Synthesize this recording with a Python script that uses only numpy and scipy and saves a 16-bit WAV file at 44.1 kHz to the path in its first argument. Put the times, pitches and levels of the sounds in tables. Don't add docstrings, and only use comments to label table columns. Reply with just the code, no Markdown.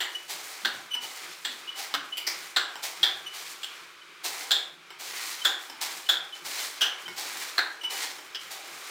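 import sys
import numpy as np
from scipy import signal
from scipy.fft import rfft, irfft, next_fast_len
from scipy.io import wavfile
from scipy.ndimage import map_coordinates

SR = 44100
rng = np.random.default_rng(int(sys.argv[2]) if len(sys.argv) > 2 else 0)


def unload_wav(signal):
    wavfile.write(
        sys.argv[1],
        SR,
        np.round(np.clip(np.atleast_2d(signal).T, -1, 1) * 32767).astype(np.int16),
    )


N = 392490


def amp(db):
    return 10 ** (np.asarray(db) / 20)


def unit(x):
    return x / np.sqrt(np.mean(x ** 2) + 1e-20)


def unit_onset(x):
    return x / np.sqrt(np.mean(x[:int(0.08 * SR)] ** 2))


def along(points, hz):
    knots_hz, values = np.transpose(points)
    return np.interp(np.log(hz + 1), np.log(knots_hz + 1), values)


def filtered(x, response):
    size = next_fast_len(len(x) + 8192)
    return irfft(rfft(x, size) * response(np.fft.rfftfreq(size, 1 / SR)), size)[:len(x)]


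def band(x, lo_hz, hi_hz):
    sections = signal.butter(3, [lo_hz, min(hi_hz, SR / 2 - 1)], 'band', fs=SR, output='sos')
    return signal.sosfilt(sections, x)


def resonate(x, modes):
    return filtered(x, lambda f: sum(
        (-1) ** k * amp(db) * 1j * f * width / (hz * hz - f * f + 1j * f * width)
        for k, (hz, width, db) in enumerate(modes)))


def wobble(rate, count=N):
    return map_coordinates(rng.standard_normal(int(count * rate / SR) + 4), [np.arange(count) * rate / SR])


def grit(rate, spread_db, count=N):
    impacts = rng.random(count) < rate / SR
    return unit(impacts * rng.standard_normal(count) * amp(spread_db * rng.standard_normal(count)))


def uneven(x, edges_hz, depth_db, rate):
    return unit(sum(band(x, lo, hi) * (-1) ** k * amp(depth_db * wobble(rate))
                    for k, (lo, hi) in enumerate(zip(edges_hz, edges_hz[1:]))))


def add(track, start_s, sound):
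    start = max(round(start_s * SR), 0)
    track[start:start + len(sound)] += sound[:N - start]


# frequency_hz, t60_s
WALL_DECAY = [(150, 0.63), (500, 0.79), (1500, 0.53), (3500, 0.39), (7000, 0.33), (15000, 0.26)]
def walls(build_s=0.0058):
    hz, t, spectrum = signal.stft(rng.standard_normal(int(SR * 0.8)), SR, nperseg=256)
    decay = amp(-60 * t / along(WALL_DECAY, hz)[:, None])
    tail = signal.istft(spectrum * decay * (1 - np.exp(-t / build_s)), SR, nperseg=256)[1]
    return tail / np.linalg.norm(tail)


def room(x, wet_db):
    return x + amp(wet_db) * signal.fftconvolve(x, walls())[:len(x)]


# frequency_hz, relative_density_db
AIR_SPECTRUM = [(18, -69), (30, -33), (252, -21.5), (355, -8), (554, -11.5), (760, -16), (1160, -1.5),
                (1350, -1), (1590, -3), (1810, -6), (2410, -1), (2750, -7), (2980, -6.5), (3310, -6.5),
                (16000, -31.5)]
def air():
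    rush = unit(filtered(rng.standard_normal(N), lambda hz: amp(along(AIR_SPECTRUM, hz))))
    room_modes = [(160, 14.5, -13), (352.6, 16.4, -6)]
    boom = unit(resonate(band(rng.standard_normal(N), 150, 406), room_modes))
    rumble = amp(-90.5 + 3.6 * wobble(6)) * unit(band(rng.standard_normal(N), 68, 132))
    return amp(-48.5 + 2 * wobble(7.8)) * rush + amp(-69.5 + 4.8 * wobble(11)) * boom + rumble


# start_s, relative_level_db, pitch_hz
THUDS = [(0.625, -47.5, 241), (0.74, -57, 160), (0.956, -57, 257), (1.46, -53, 240), (1.93, -45, 260),
         (3.07, -60, 138), (5.69, -54.5, 267), (7.076, -58, 165), (8.269, -67, 124), (8.444, -62, 156)]
def thuds(rise_s=0.011, t60_s=0.14, width_hz=60):
    out, t = np.zeros(N), np.arange(int(SR * 0.7)) / SR
    for start_s, level_db, pitch_hz in THUDS:
        envelope = (1 - np.exp(-t / rise_s)) * amp(-60 * t / t60_s)
        push = room(envelope * rng.standard_normal(len(t)), wet_db=1.5)
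        slap = unit(band(resonate(push, [(pitch_hz, width_hz, 0)]), pitch_hz * 0.34, pitch_hz * 1.74))
        weight = unit(band(push, 50, 115))
        add(out, start_s, amp(level_db - 16) * slap + amp(level_db - 46.5) * weight)
    return out


# centre_hz, width_hz, gain_db
BLADE_MODES = [(351, 72, 0.5), (830, 310, 3), (984, 112, 8.5), (1463, 390, -2.5), (1490, 324, 8),
               (2202, 34, 12.5), (2970, 610, 4.5), (3110, 170, 11.5), (3760, 350, -2.5), (3810, 840, 1.5),
               (4310, 120, -1.5), (5250, 730, 2), (5650, 620, 1.5), (7520, 230, -2.5), (9440, 2100, -15),
               (14300, 1200, -12)]
def blade(force):
    return resonate(force, BLADE_MODES)


# centre_hz, width_hz, gain_db
SCOOP_MODES = [(359, 39, -10), (787, 89, 2)]
def scoop(force):
    return resonate(force, SCOOP_MODES)


# start_s, relative_level_db
TICKS = [(0.948, -25.5), (1.91, -32), (2.755, -26.5), (4.903, -31.5), (5.697, -27.5), (7.079, -24),
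         (7.833, -26), (8.184, -31.5)]
def ticks(t60_s=0.077):
    out, t = np.zeros(N), np.arange(SR // 2) / SR
    for start_s, level_db in TICKS:
        tick = blade(amp(-60 * t / t60_s) * grit(4300, 1.6, len(t)))
        add(out, start_s, amp(level_db - 25.5) * unit(room(tick, wet_db=-2.5)))
    return out


# start_s, relative_level_db, pitch_hz, overtone_db, length_s
SQUEAKS = [(0.147, -31.5, 2930, -17, 0.018), (0.905, -36.5, 2990, -14, 0.032),
           (0.928, -30.5, 2968, -15, 0.037), (1.672, -40, 2952, -30, 0.017),
           (1.687, -33.5, 2974, -25, 0.019), (2.12, -32.5, 2995, -30, 0.027),
           (3.258, -37, 2970, -14, 0.031), (4.012, -52, 3020, -28, 0.02), (5.413, -37, 3060, -27, 0.019),
           (6.062, -40, 3000, -27, 0.016), (6.32, -41, 3033, -26, 0.032), (7.055, -40, 3085, -28, 0.022),
           (7.809, -39.7, 2960, -17, 0.022), (7.83, -31, 2974, -19, 0.045)]
def squeaks(waver=0.0078, rolloff_db=4, rasp_db=-16, rasp_width_hz=500):
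    out, t = np.zeros(N), np.arange(SR // 2) / SR
    for start_s, level_db, pitch_hz, overtone_db, length_s in SQUEAKS:
        phase = 2 * np.pi * np.cumsum(pitch_hz * (1 + waver * wobble(505, len(t)))) / SR
        overtones = sum(amp(overtone_db - rolloff_db * (k - 2)) * np.sin(k * phase) for k in range(2, 6))
        slips = resonate(grit(2500, 1, len(t)), [(pitch_hz, rasp_width_hz, 0)])
        tone = np.sin(phase) + amp(rasp_db) * unit(band(slips, 1870, 4500))
        arch = np.sin(np.pi * np.clip(t / length_s, 0, 1))
        grip = arch * amp(level_db + 4.5 + 1.2 * wobble(200, len(t)))
        add(out, start_s, room(grip * tone, wet_db=-5) + room(grip * overtones, wet_db=-9))
    return out


# frequency_hz, relative_density_db
SAND_SPECTRUM = [(59, -62), (100, -40), (160, -21), (206, -44), (266, -19), (691, -6.5), (784, -0.5),
                 (1360, -5.5), (2220, -0.5), (2800, -4), (4200, -1), (7450, -8.5), (12900, -20),
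                 (15000, -14), (16000, -28.5)]
def sand(rate, spread_db, count=N):
    return filtered(grit(rate, spread_db, count), lambda hz: amp(along(SAND_SPECTRUM, hz)))


# start_s, relative_level_db, length_s
SPILLS = [(0.073, -46, 0.26), (0.72, -50, 0.11), (1.5, -46.5, 0.12), (2.03, -53.5, 0.47), (2.67, -52, 0.22),
          (3.608, -50.5, 0.26), (5.58, -43, 0.11), (6.22, -51, .1), (6.335, -44.5, 0.077),
          (6.744, -55, 0.1), (6.972, -47, 0.3), (7.68, -55.5, .14), (8.15, -53, 0.18), (8.39, -44.5, 0.13)]
def spills(t, fade_db=7, load_db=-3):
    return [(start_s, length_s, load_db, level_db - fade_db * np.clip(t / length_s, 0, 1))
            for start_s, level_db, length_s in SPILLS]


# start_s, bite_db, swell_s, drag_db, push_delay_s, length_s, load_db
STROKES = [(0.276, -23.5, 0.028, -40, .22, 0.49, 0.5), (0.995, -27.5, 0.037, -41, 0.15, 0.52, -1.5),
           (1.743, -24.5, 0.047, -38.5, 0.098, 0.15, 1), (2.273, -28, 0.011, -41.5, 0.17, .25, -6),
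           (2.818, -21, 0.018, -44, 0.041, 0.6, -1), (3.32, -30, 0.03, -39.5, 0.19, 0.26, -7.5),
           (4.23, -19.5, 0.02, -35.5, .16, 0.31, 2.5), (4.983, -30, 0.019, -34, 0.3, 0.48, -1.5),
           (5.806, -19, 0.0088, -36.5, .13, 0.26, -2.5), (6.44, -27, 0.016, -31, 0.21, .27, -0.5),
           (7.154, -23, 0.03, -35, 0.25, 0.43, 0), (7.892, -25.5, 0.017, -31, .15, 0.19, 1.5),
           (8.497, -28, 0.015, -42, 0.38, 1, 3.5)]
def bites(t60_s=0.25, bright_hz=5500, scoop_db=-14):
    out, t = np.zeros(N), np.arange(SR // 2) / SR
    for start_s, bite_db, swell_s, *_, load_db in STROKES:
        crunch = unit(filtered(sand(9000, 1, len(t)), lambda hz: 1 + hz / bright_hz))
        crunch += amp(scoop_db + load_db) * unit(scoop(grit(2500, 1, len(t))))
        rise = 1 - np.exp(-(t / max(swell_s, 0.001)) ** 2)
        decay = amp(-60 * np.clip(t - swell_s, 0, 1) / t60_s)
        add(out, start_s, room(amp(bite_db - 7.5) * rise * decay * crunch, wet_db=-6.5))
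    return out


def drags(t, lean_db=8, ease_db=9.5):
    return [(start_s, length_s, load_db,
             drag_db + np.interp(t, [0, push_s, max(push_s, length_s)], [-lean_db, 0, -ease_db]))
            for start_s, _, _, drag_db, push_s, length_s, load_db in STROKES]


def sliding(attack_s=0.029, release_s=0.1, body_db=-27.5, body_growth=0.64, unload_db_per_s=17):
    slide, pushed, t = np.zeros(N), np.zeros(N), np.arange(SR) / SR
    for start_s, length_s, load_db, level_db in drags(t) + spills(t):
        gate = np.clip(t / attack_s, 0, 1) * np.exp(-np.clip(t - length_s, 0, 1) / release_s)
        add(slide, start_s, gate * amp(level_db))
        add(pushed, start_s, gate * amp(body_db + body_growth * level_db + load_db - unload_db_per_s * t))
    return slide, pushed


def scraping(judder_db=1.2, grind_db=-4, hiss_db=-6.5, scoop_db=-1):
    slide, pushed = sliding()
    judder = amp(judder_db * wobble(45))
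    grind = uneven(sand(5000, 1.2), [1050, 2400, 7000], depth_db=1.5, rate=15)
    grind += amp(-13.5) * unit(blade(grit(700, 2.5)))
    hiss = unit(band(sand(7000, 0.56), 7380, SR / 2))
    friction = slide * judder * (amp(grind_db) * grind + amp(hiss_db) * hiss)
    lumps = uneven(grit(900, 3), [270, 450, 686, 1160], depth_db=2, rate=16)
    lumps += amp(scoop_db) * unit(scoop(grit(900, 1.9)))
    return room(friction, wet_db=-6.5) + room(pushed * unit(lumps), wet_db=-3.5)


def chatter(t, wet_db, rate=2500, rise_s=0.00091, seat_s=0.011, t60_s=0.042):
    envelope = (1 - np.exp(-t / rise_s)) * amp(-60 * np.clip(t - seat_s, 0, 1) / t60_s)
    force = envelope * grit(rate, 1, len(t))
    force[int(0.003 * SR)] += np.linalg.norm(force) * 0.22
    return force / np.linalg.norm(force) + amp(wet_db) * walls()[:len(t)]


def mode_group(x, centre_hz, width_hz):
    mode = [(centre_hz, width_hz, 0)]
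    return unit_onset(resonate(resonate(x, mode), mode))


# centre_hz, width_hz, gain_db
STEEL_TONES = [(1564, 27, -2), (1650, 30, -2), (2875, 28, -6), (2965, 50, -5.5), (3263, 32, -4),
               (3526, 32, -9), (4220, 220, 2)]
def singing(force):
    return force + sum(resonate(force, [tone]) for tone in STEEL_TONES)


# start_s, ring_db, ring_hz, extra_width_hz,
# hollow_db, hollow_hz, glint_db, glint_hz, crack_db, room_db
CLANKS = [(0.002, -33, 3070, 1100, -34.5, 1950, -45, 7330, -49.5, 6),
          (0.647, -30, 3520, 1200, -32, 1570, -58, 4380, -50, -2.5),
          (1.447, -34, 3510, 890, -39.5, 1800, -44.5, 7670, -54, 1),
          (1.939, -32, 3230, 1410, -34, 1390, -37, 4700, -50, -5.5),
          (2.170, -38.5, 2890, 300, -43, 2470, -42, 4780, -47, 1),
          (2.266, -32, 5100, 900, -36.5, 2050, -43, 5750, -45.5, -1),
          (2.561, -26, 3580, 865, -30.5, 1490, -42.5, 7600, -49, 0),
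          (3.029, -22, 3440, 236, -34, 1790, -33, 5040, -46.5, 0),
          (3.631, -38.5, 3190, 540, -52, 1650, -52, 7510, -58, -3.5),
          (4.506, -23, 3520, 324, -35, 1720, -37.5, 7270, -44, 1),
          (5.448, -24.5, 3450, 230, -31.5, 1600, -36.5, 7050, -43, 1.5),
          (6.088, -23, 3440, 202, -33.5, 1600, -38, 7000, -44, 2),
          (6.808, -25, 3070, 400, -34, 1650, -32.5, 5900, -43.5, 5),
          (7.579, -28, 3920, 560, -28.5, 1640, -54, 4900, -49.5, -3),
          (8.346, -39.5, 3110, 200, -49, 1780, -40.5, 5120, -63, -5)]
def clanks(ring_width_hz=200, hollow_width_hz=660, glint_width_hz=700):
    out, t = np.zeros(N), np.arange(int(SR * 0.7)) / SR
    for (start_s, ring_db, ring_hz, extra_width_hz,
         hollow_db, hollow_hz, glint_db, glint_hz, crack_db, room_db) in CLANKS:
        force = chatter(t, wet_db=room_db)
        tones, steel = singing(force), blade(force)
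        ring = mode_group(tones, ring_hz, ring_width_hz + extra_width_hz)
        ring += amp(-10) * unit_onset(band(steel, 2270, 7130))
        ring += amp(-22) * unit_onset(scoop(force))
        hollow = mode_group(tones, hollow_hz, hollow_width_hz)
        hollow += amp(-6.5) * unit_onset(band(steel, 900, 2800))
        hollow += amp(-9.5) * unit_onset(band(steel, 306, 1066))
        hollow += amp(-50) * unit_onset(band(force, 57, 140))
        glint = amp(-3) * mode_group(force, glint_hz, glint_width_hz)
        crack = amp(2) * unit_onset(band(steel, 8400, SR / 2))
        crack += amp(-12) * mode_group(force, 14200, 900)
        crack += amp(-3) * unit_onset(band(force, 5700, 16700))
        add(out, start_s, amp([ring_db, hollow_db, glint_db, crack_db]) @ [ring, hollow, glint, crack])
    return out


def scene():
    return (clanks() + ticks() + bites() + squeaks() + scraping() + thuds() + air())[None]


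def record(dry, cutoff_hz=16050):
    return np.array([filtered(channel, lambda hz: hz < cutoff_hz) for channel in dry])


dry = scene()
out = record(dry)
unload_wav(out)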